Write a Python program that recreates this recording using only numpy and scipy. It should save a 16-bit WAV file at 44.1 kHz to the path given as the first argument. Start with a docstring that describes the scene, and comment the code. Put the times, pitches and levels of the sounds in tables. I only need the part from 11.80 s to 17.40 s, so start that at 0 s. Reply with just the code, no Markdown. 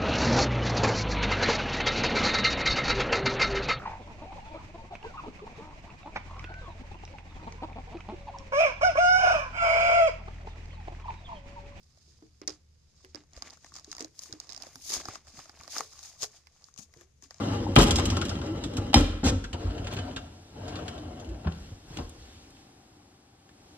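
"""Hands turn a carded blister pack close to a two-port microphone, over the low hum and hiss of a quiet room.
First a faint rub, then buckling plastic snaps (noise bursts through resonances), and the toy knocks the shell
(struck decaying modes). Snaps then crowd together while fingers rub the card and glued paper rips in random grains.
Near four seconds the shell is off and the card's lowest resonance weakens; loud snaps and a short rip follow.
Sparser snaps and rubbing end the scene. Thumps of the hands and card are damped sines."""
import sys
import numpy as np
from scipy import signal
from scipy.fft import rfft, irfft, next_fast_len
from scipy.io import wavfile
from scipy.ndimage import map_coordinates

SR = 44100
rng = np.random.default_rng(int(sys.argv[2]) if len(sys.argv) > 2 else 0)


def linear_from_db(decibels):
    """Turn decibels (scalar or array-like) into linear amplitude factors; 0 gives 1."""
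    return 10 ** (np.asarray(decibels, float) / 20)


def output_pcm(signal):
    """Save a mono or channel-first signal as 16-bit PCM at the path in sys.argv[1].

    Samples are clipped to [-1, 1] before scaling.
    """
    pcm = np.clip(np.atleast_2d(signal).T, -1, 1) * 32767
    wavfile.write(sys.argv[1], SR, np.round(pcm).astype(np.int16))


N = 246959  # samples, 5.6 s


def unit_rms(x):
    """Energy normalisation: scales a signal to rms 1."""
    return x / np.sqrt(np.mean(x ** 2) + 1e-20)


def unit_peak(x):
    """Peak normalisation: the rms over both channels peaks at 1 in each event."""
    power = np.mean(x ** 2, axis=1)
    return x / np.sqrt(power.max(-1))[:, None, None]


def spectrum_gain(points, hz):
    """Spectral shaping: gain of (frequency [Hz], level [dB]) points on a log axis, -120 dB outside them."""
    f, level_db = np.transpose(points)
    return linear_from_db(np.interp(np.log(hz + 1), np.log(f + 1), level_db, -120, -120))


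def modes(table, f):
    """Modal superposition: damped resonances (centre [Hz], width [Hz], level [dB]) of alternating sign."""
    total = 0
    for k, (centre, width, db) in enumerate(table):
        resonance = 1j * f * width / (centre * centre - f * f + 1j * f * width)
        total = total + (-1) ** k * linear_from_db(db) * resonance
    return total


# treble resonances of the left and the right microphone port: (centre [Hz], width [Hz], level [dB])
PORT_MODES = [
    [(6566, 750, 11), (4550, 4100, -3.5)],
    [(5040, 665, 10.5), (5930, 2750, -6.5)],
]


def ports(f, skirt_db):
    """Port resonance: each port lifts its own treble band over a flat skirt."""
    return np.array([modes(port, f) + linear_from_db(skirt_db) for port in PORT_MODES])


def curves(rows):
    """Linear interpolation: one value per sample for each column after the time."""
    s, *columns = np.transpose(rows)
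    return [np.interp(np.arange(N) / SR, s, column) for column in columns]


def wobble(rate):
    """Slow random modulation: a smooth curve through random knots, rate knots a second."""
    knots = rng.standard_normal(int(N * rate / SR) + 4)
    return map_coordinates(knots, [np.arange(N) * rate / SR])


def filtered(x, response):
    """Linear filtering: the spectrum times a complex response of frequency."""
    n = x.shape[-1]
    m = next_fast_len(n + 2048)
    return irfft(rfft(x, m) * response(np.fft.rfftfreq(m, 1 / SR)), m)[..., :n]


def noise_pair(shape, alike):
    """Partial coherence: left and right noise whose correlation is alike."""
    a, b = rng.standard_normal((*shape[:-1], 2, shape[-1])).swapaxes(0, -2)
    angle = np.arccos(np.clip(alike, -1, 1)) / 2
    shared, apart = np.cos(angle) * a, np.sin(angle) * b
    return np.stack([shared + apart, shared - apart], -2)


def sides(pan_db):
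    """Interaural level difference: left and right gains that share a left-right difference."""
    axis = -2 if np.ndim(pan_db) > 1 else 0
    return linear_from_db(np.stack([pan_db, -pan_db], axis) / 2)


def place(times, sounds):
    """Superposition: sums stereo events at their times."""
    out = np.zeros((2, N + sounds.shape[-1]))
    for s, x in zip(times, sounds):
        out[:, round(s * SR):][:, :x.shape[-1]] += x
    return out[:, :N]


def burst(count, crack_s, near_db, near_s, room_db, room_s, alike):
    """Direct sound and reverberation: a crack, echoes off hands and table, a new room tail for every event."""
    t = np.arange(SR // 6) / SR
    # each decay time [s] spans 60 dB
    crack = noise_pair((count, len(t)), alike) * linear_from_db(-60 * t / crack_s)
    echoes = linear_from_db(near_db - 60 * t / near_s) + linear_from_db(room_db - 60 * t / room_s)
    onset = 1 - np.exp(-t / 0.00074)
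    return crack + noise_pair((count, len(t)), alike ** 4) * echoes * onset


# snaps of the plastic: (time [s], click level [dB], card body re click [dB],
# pitch of the buckled patch [Hz], left-right difference [dB])
SNAP_EVENTS = [(0.1741, -57, -2, 590, -2.5), (0.4249, -60, 0, 552, -6), (0.616, -38, -2, 466, -5.5),
               (0.6759, -16, -20.5, 501, -3.5), (0.6796, -18, -15, 1930, 0.5), (0.6944, -30, -16, 501, -7),
               (0.7044, -34, -10, 546, -6), (1.2475, -47.5, 6.5, 2000, -4),
               (1.3469, -33.5, -9.5, 501, -7.5), (1.3569, -34, -11, 530, -10.5),
               (1.437, -55.5, -2, 726, -1.5), (1.5334, -42.5, -9, 692, -3.5), (1.5655, -41, -16, 614, -5.5),
               (1.5754, -44, -1.5, 546, -1), (1.6226, -25, -7, 676, -1.5), (1.6998, -42, -15, 778, -5),
               (1.7054, -35.5, -29, 775, 0.5), (1.7724, -50.5, -4, 1420, 6),
               (1.8451, -46.5, 5.5, 1770, 3.5), (1.862, -45, -11, 1500, 4), (1.9203, -52, 7, 1130, 4),
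               (1.9401, -33, -26, 872, 2), (1.9544, -33.5, -12, 750, 4), (1.9637, -33, -17, 1130, -2.5),
               (1.9855, -39, -9.5, 1120, -2.5), (1.9967, -37, -15, 1020, -2.5), (2.0453, -35, -23, 1880, 1),
               (2.1156, -26.5, -23, 1890, 2), (2.1284, -31, -11.5, 755, -0.5),
               (2.1503, -33.5, -14, 780, -1.5), (2.1669, -34.5, -11.5, 735, 2.5),
               (2.1819, -32, -10, 1880, 0.5), (2.1949, -31.5, -12, 820, -0.5),
               (2.2068, -24.5, -12, 505, -3), (2.225, -29.5, -19, 665, -0.5),
               (2.2459, -29.5, -11.5, 496, -2), (2.392, -27, -21.5, 1750, 2.5),
               (2.4356, -30.5, -21, 1890, 1), (2.5262, -28, -17, 1490, -0.5),
               (2.5364, -41, -5.5, 501, -6.5), (2.601, -24.5, -24, 830, -1.0),
               (2.671, -44, -12, 1120, -2.5), (2.693, -34.5, -14, 1900, -14.5),
               (2.7002, -32, -24, 1070, -12.5), (2.705, -35.5, -29, 1850, -7.5),
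               (2.7134, -37, -31, 1090, -5), (2.7227, -31, -21, 2070, -5), (2.7316, -30.5, -26, 1090, -7),
               (2.747, -32, -26, 1900, -9), (2.7633, -32, -27, 807, -7.5),
               (2.7767, -31.5, -11.5, 760, -3.5), (2.8015, -44, -4, 600, -2), (2.823, -31, -25, 807, -12),
               (2.834, -33.5, -17, 725, -6.5), (2.8684, -40, -2.5, 530, -3.5), (2.9569, -33.5, -8, 870, -1),
               (3.102, -23, -22, 510, 3), (3.1204, -22.5, -15.5, 940, -1), (3.138, -34, -3, 1070, -6),
               (3.2018, -36, -1, 1120, -1.5), (3.2548, -29, -7, 726, -1.5), (3.2854, -33, 4.5, 810, 0.5),
               (3.3294, -52, -9, 677, 5), (3.3551, -31, -4, 1080, 7), (3.4705, -44, -5, 1300, -1),
               (3.5907, -36, -1.5, 715, -0.5), (3.6566, -47.5, 0, 600, 6), (3.695, -38, -3.5, 760, -0.5),
               (3.797, -44, -9, 1150, -5.5), (3.8102, -41, -3, 1170, 0), (3.8347, -36.5, -15.5, 573, -1.5),
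               (3.8538, -46, -5, 690, 0.5), (3.8778, -33, -7, 600, 0.5), (3.9652, -29.5, 5, 732, 2.5),
               (3.9823, -16.5, -22, 1130, -2), (4.0065, -24.5, 4, 1260, 2.5),
               (4.1205, -48.5, -7, 1196, -1.5), (4.1326, -41, -12, 1100, 0), (4.1915, -35, -15, 845, 3.5),
               (4.2302, -34.5, -20, 784, 6.5), (4.3594, -58, -3, 616, 5), (4.422, -23, -24, 2170, 7),
               (4.4301, -20, -15.5, 1560, 5.5), (4.4444, -29.5, -6, 797, -1.5),
               (4.6705, -46, -0.5, 1940, -6.5), (4.8219, -52, -9, 1230, -2), (4.842, -40, -39, 1910, -2.5),
               (4.8855, -53.5, 1, 1300, 5.5), (4.9404, -45, -23, 1630, 8.5), (4.962, -45, -11, 1210, 9.5),
               (4.9772, -34.5, -9, 2820, 5.0), (4.9927, -39.5, -9.5, 730, 10), (5.1387, -46.5, -1, 1870, 4),
               (5.172, -49, -13, 610, 6), (5.2106, -46, -0.5, 1830, 7.5), (5.4238, -40.5, -11, 1770, 4),
               (5.5079, -33, -9.5, 1700, 6), (5.5433, -41, -13.5, 659, 10.5), (5.5835, -46, -14, 1100, 2)]
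# dryness of the parting surfaces and place of the hands:
# (time [s], top end of the rip re its treble [dB], left-right difference [dB])
GRIP_PATH = [(0, -19, -3), (.6, -24, -1), (1.36, -32, -0.5), (1.6, -21.5, 5), (2.2, -22.5, 1),
             (2.43, -12, 5.5), (2.7, -27, 1), (3.0, -8.5, 3.5), (3.13, -14, 3), (3.3, -21.5, 3),
             (3.95, -15, 1.5), (4.3, -16.5, 4.5), (4.428, -17, 5), (4.7, -21, 0.5), (5.0, -17.5, 11),
             (5.6, -23, 7)]
# resonances of the flexed card: (centre [Hz], width [Hz], level [dB])
CARD_MODES = [(288, 134, 2.5), (689, 246, 1.5), (1130, 160, 0), (1917, 1170, -4), (2580, 3000, -13.5)]
# treble of paper and plastic: (frequency [Hz], relative level [dB])
FIBRE_SPECTRUM = [(2200, -4.5), (2900, -5), (3700, 4), (6000, 0.5), (8000, -3.5), (9500, -11.5),
                  (11000, -111)]
# brightest edge of the sound: (frequency [Hz], relative level [dB])
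TOP_SPECTRUM = [(7500, -12), (9500, 13.5), (12500, 8), (15300, 3.5), (15600, -26)]
SNAP_DULLER_DB, SNAP_SCATTER_DB = -3.5, 4  # top end of a snap under that of the rip, and its scatter
PEELED_S = 3.9  # the shell is off


def snaps():
    """Snap-through buckling: a click through the ports, a thud in the card and the buckled patch."""
    s, db, body_db, hz, pan_db = np.transpose(SNAP_EVENTS)[..., None, None]
    grip_s, dry_db, _ = np.transpose(GRIP_PATH)
    scatter_db = SNAP_SCATTER_DB * rng.standard_normal(s.shape)
    top_db = np.interp(s, grip_s, dry_db) + SNAP_DULLER_DB + scatter_db

    # arrival times differ between the ports with the left-right difference
    lag_s = (1.2e-4 - 5e-5 * pan_db) * [[.5], [-.5]]
    later = lambda f: np.exp(-2j * np.pi * f * lag_s)

    blow = burst(count=len(s), crack_s=.006, near_db=-14, near_s=.022, room_db=-40, room_s=.22, alike=.6)
    click = unit_peak(filtered(blow, lambda f: later(f) * ports(f, -12.5) * spectrum_gain(FIBRE_SPECTRUM, f)))
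    # the top end takes twice the lag
    top = unit_peak(filtered(blow, lambda f: later(f) ** 2 * spectrum_gain(TOP_SPECTRUM, f)))

    # a snap at the card's edge radiates little bass, and still less once the shell is off
    edge_hz = np.where(s < PEELED_S, 210, 420)
    radiated = lambda f: (1j * f / (edge_hz + 1j * f)) ** 2
    patch = [(hz, 0.26 * hz, 7)]
    push = burst(count=len(s), crack_s=.009, near_db=-12, near_s=.04, room_db=-38, room_s=.2, alike=.97)
    body = unit_peak(filtered(push, lambda f: later(f) * radiated(f) * (modes(CARD_MODES, f) + modes(patch, f))))

    mix = click + linear_from_db(top_db) * top + linear_from_db(body_db) * body
    return place(s.ravel(), mix * linear_from_db(db) * sides(pan_db[:, 0]))


def rip():
    """Fracture noise and friction: paper fibres part and skin drags; the card radiates the lower share."""
    loud, low = strokes()
    top_db, pan_db = curves(GRIP_PATH)
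    fibres = grains(660, 1.73, 5.8, alike=0.1)
    crackle = unit_rms(filtered(fibres, lambda f: ports(f, -0.5) * spectrum_gain(FIBRE_SPECTRUM, f)))
    top = unit_rms(filtered(fibres, lambda f: spectrum_gain(TOP_SPECTRUM, f)))
    return sides(pan_db) * loud * (crackle + linear_from_db(top_db) * top) + low * card_crackle()


# strokes of rubbing and ripping: (time of the crest [s], crest level [dB], rise over 20 dB [s],
# fall over 20 dB [s], card body re crest [dB])
STROKE_EVENTS = [(.284, -65.5, 1, 0.64, -12.5), (0.624, -67.5, 0.0074, 0.032, 15.5),
                 (.69, -45.5, 0.011, 0.066, -4), (1.25, -62, 0.3, 0.22, -12), (1.358, -58, 0.018, 0.086, 2),
                 (1.56, -54.5, 0.042, 0.15, -2.5), (1.675, -52.5, 0.08, 0.056, 2.5),
                 (1.735, -55.5, 0.046, 0.04, -0.5), (1.864, -57.5, 0.17, 0.14, -10),
                 (1.967, -48, 0.045, 0.068, -7), (2.122, -55.5, 0.18, 0.19, -6.5),
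                 (2.213, -47, 0.037, 0.068, -3.5), (2.425, -49, 0.094, 0.17, -14),
                 (2.54, -64, 0.13, 0.093, 6), (2.615, -56.5, 0.036, 0.25, -5),
                 (2.712, -57.5, 0.041, 0.17, 1), (2.833, -51.5, 0.13, 0.24, -4.5),
                 (3.102, -35, 0.093, 0.13, -19.5), (3.137, -33, 0.047, 0.1, -7),
                 (3.208, -45, 0.062, 0.022, -4.5), (3.302, -48, 0.15, .12, -2),
                 (3.355, -45.5, 0.082, 0.03, -7), (3.485, -55, 0.057, .12, -6),
                 (3.584, -48.5, 0.092, 0.16, -5), (3.69, -60, 0.11, 0.024, -5),
                 (3.81, -55.5, 0.15, 0.16, -1.5), (3.921, -39.5, 0.037, 0.18, -21),
                 (3.972, -38, 0.079, 0.086, -4), (4.13, -62, 0.02, 0.45, -1),
                 (4.264, -45.5, 0.21, 0.094, -11), (4.434, -29, 0.032, 0.031, -12.5),
                 (4.57, -57.5, 0.6, 0.082, -8), (4.85, -63, 0.52, 0.2, -7.5),
                 (4.988, -44.5, 0.014, 0.051, -14), (5.03, -52, 0.03, 0.031, -21),
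                 (5.217, -60, 0.17, 0.066, -3.5), (5.439, -49.5, 0.021, 0.04, -10.5),
                 (5.512, -56, 0.013, 0.035, -3.5), (5.56, -63.5, .1, .4, -1)]
CREST = 0.93  # exponent of the rise and fall, the roundness of a crest
REST_DB, REST_BODY_DB = -76.5, -133  # faint rub and card between strokes


def strokes():
    """Amplitude envelope: strokes swell and die away, adding in power; gives loudness of fibres and card."""
    t = np.arange(0, N + 64, 64) / SR
    fibres, card = linear_from_db(REST_DB), linear_from_db(REST_BODY_DB)
    for s, db, rise_s, fall_s, body_db in STROKE_EVENTS:
        distance = np.maximum((s - t) / rise_s, (t - s) / fall_s)
        swell = linear_from_db(db - 20 * distance ** CREST)
        fibres = np.hypot(fibres, swell)
        card = np.hypot(card, linear_from_db(body_db) * swell)
    return curves(np.transpose([t, fibres, card]))


def grains(per_s, spread_db, smooth_db, alike):
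    """Shot noise: clumped fibre breaks of scattered size over a smooth rub."""
    chance = per_s / SR * linear_from_db(4 * wobble(90))
    breaks = (rng.random(N) < chance) * linear_from_db(spread_db * rng.exponential(size=N))
    decay = linear_from_db(-60 * np.arange(300) / SR / .006)
    spikes = np.convolve(breaks, decay)[:N]
    rub = linear_from_db(smooth_db + 1.5 * wobble(45))
    return (unit_rms(spikes) + rub) * noise_pair((N,), alike)


def card_crackle():
    """Modal excitation: each card resonance has its own sparse pops, so the crackle changes pitch."""
    pops = []
    for mode in CARD_MODES:
        pops.append(filtered(grains(70, 3, -1, alike=.9), lambda f: modes([mode], f) * (f < 6000)))
    # once the shell is off, the lowest resonance weakens by 13 dB
    lowest_gain = np.where(np.arange(N) < PEELED_S * SR, 1, linear_from_db(-13))
    return unit_rms(pops[0] * lowest_gain + sum(pops[1:]))


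# knocks on the hollow shell: (time [s], peak level [dB], pitch, which the grip changes [Hz])
KNOCK_EVENTS = [(0.279, -60.5, 344), (0.424, -46, 312), (0.616, -41, 292), (0.676, -36.5, 304),
                (0.695, -44, 378), (1.244, -50.5, 372), (1.348, -40, 298), (1.666, -59, 260),
                (2.078, -46, 309), (2.206, -39.5, 330), (2.221, -40, 317), (2.496, -49, 319),
                (2.535, -43.5, 310), (2.958, -52.5, 265), (3.103, -46, 362), (3.167, -46, 252),
                (3.245, -49, 337), (3.285, -48, 326), (3.538, -54.5, 203), (4.002, -38, 443),
                (4.43, -43, 427.5), (4.991, -49.5, 204), (5.164, -52.5, 348), (5.213, -57, 387),
                (5.429, -54, 280)]
# shell overtone and thud: (frequency re pitch [ratio], width re pitch [ratio], level [dB])
SHELL_MODES = [(1.432, 0.13, -4), (1.1, 0.86, -11.5)]
SHELL_T60_S = .13  # decay time of the shell's main mode


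def knocks():
    """Impulse response: the toy taps the shell and rattles briefly against it; the shell rings low."""
    s, db, hz = np.transpose(KNOCK_EVENTS)[..., None, None]
    t = np.arange(SR // 4) / SR
    tap = t == 0
    rattle = noise_pair((len(s), len(t)), 0.72) * linear_from_db(-29 - 60 * t / 0.2)
    width = np.log(1000) / np.pi / SHELL_T60_S  # bandwidth [Hz] of a mode with that decay time
    shell = [(hz, width, 4)]
    shell += [(hz * ratio, hz * share, level) for ratio, share, level in SHELL_MODES]
    ring = unit_peak(filtered(rattle + tap, lambda f: modes(shell, f) / (1 + 1j * f / 600)))
    return place(s.ravel(), linear_from_db(db) * ring)


# thumps of the hands and the flapping card:
# (time [s], level before decay and scatter [dB], pitch [Hz])
THUMP_EVENTS = [(1.569, -41, 55), (2.524, -40.5, 103), (2.956, -47, 123), (3.17, -43, 60.7),
                (3.285, -34.5, 104), (3.584, -43.5, 133), (3.799, -46.5, 80), (4.428, -44, 119),
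                (4.991, -42.5, 168), (5.168, -50, 133)]


def thumps():
    """Damped oscillation: one low push that dies within a few cycles."""
    s, db, hz = np.transpose(THUMP_EVENTS)[..., None]
    cycles = hz * np.arange(SR // 8) / SR
    push = linear_from_db(db) * np.sin(2 * np.pi * cycles) * np.exp(-cycles / 0.86)
    scatter = linear_from_db(1.8 * rng.standard_normal((len(s), 2, 1)))
    return place(s[:, 0], push[:, None] * scatter)


# low sound of the room and of the moving hands: (time [s], level [dB])
LOW_LEVELS = [(0.0, -62.5), (0.84, -62.5), (2.57, -65), (3.35, -64), (4.12, -68), (4.4, -65), (4.64, -70),
              (5.5, -63)]
# spectrum of the hum: (frequency [Hz], relative level [dB])
HUM_SPECTRUM = [(20, -5), (45, -14), (60, -10), (75, 2.5), (95, -11.5), (150, -11), (180, -21),
                (260, -24.5)]
# spectrum of the hiss: (frequency [Hz], relative level [dB])
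HISS_SPECTRUM = [(120, -46), (200, -4.5), (488, -2.5), (665, -12), (2380, -13.5), (5010, -15.5),
                 (6590, -14.5), (8820, -25.5), (11800, -21), (13400, -46), (15500, -55.5)]
HISS_DB = -75


def room():
    """Spatial coherence: a wavering low hum is nearly alike in both ports, the hiss almost unrelated."""
    hum = unit_rms(filtered(noise_pair((N,), 0.94), lambda f: spectrum_gain(HUM_SPECTRUM, f)))
    hiss = unit_rms(filtered(noise_pair((N,), 0.017), lambda f: spectrum_gain(HISS_SPECTRUM, f)))
    return linear_from_db(curves(LOW_LEVELS)[0]) * hum + linear_from_db(HISS_DB) * hiss


LEFT_LAG_S = 0.00021  # sound from in front reaches the left port later


def scene():
    """Superposition and propagation delay: everything the ports hear."""
    low = knocks() + thumps() + room()
    left_later = lambda f: np.exp(-2j * np.pi * f * LEFT_LAG_S * np.array([[1], [0]]))
    return snaps() + rip() + filtered(low, left_later)


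def top_cut(x):
    """Nothing passes above the cut-off."""
    return signal.sosfilt(signal.butter(12, 16410, fs=SR, output="sos"), x)


LOW_CUT_HZ, TOP_HZ = 17.4, 15500  # the microphone's bass roll-off; the band limit


def record(dry):
    """Band limiting: a first-order bass roll-off and a sharp upper limit."""
    limited = filtered(dry, lambda f: (f < TOP_HZ) * 1j * f / (LOW_CUT_HZ + 1j * f))
    return top_cut(limited)


dry = scene()
out = record(dry)
output_pcm(out)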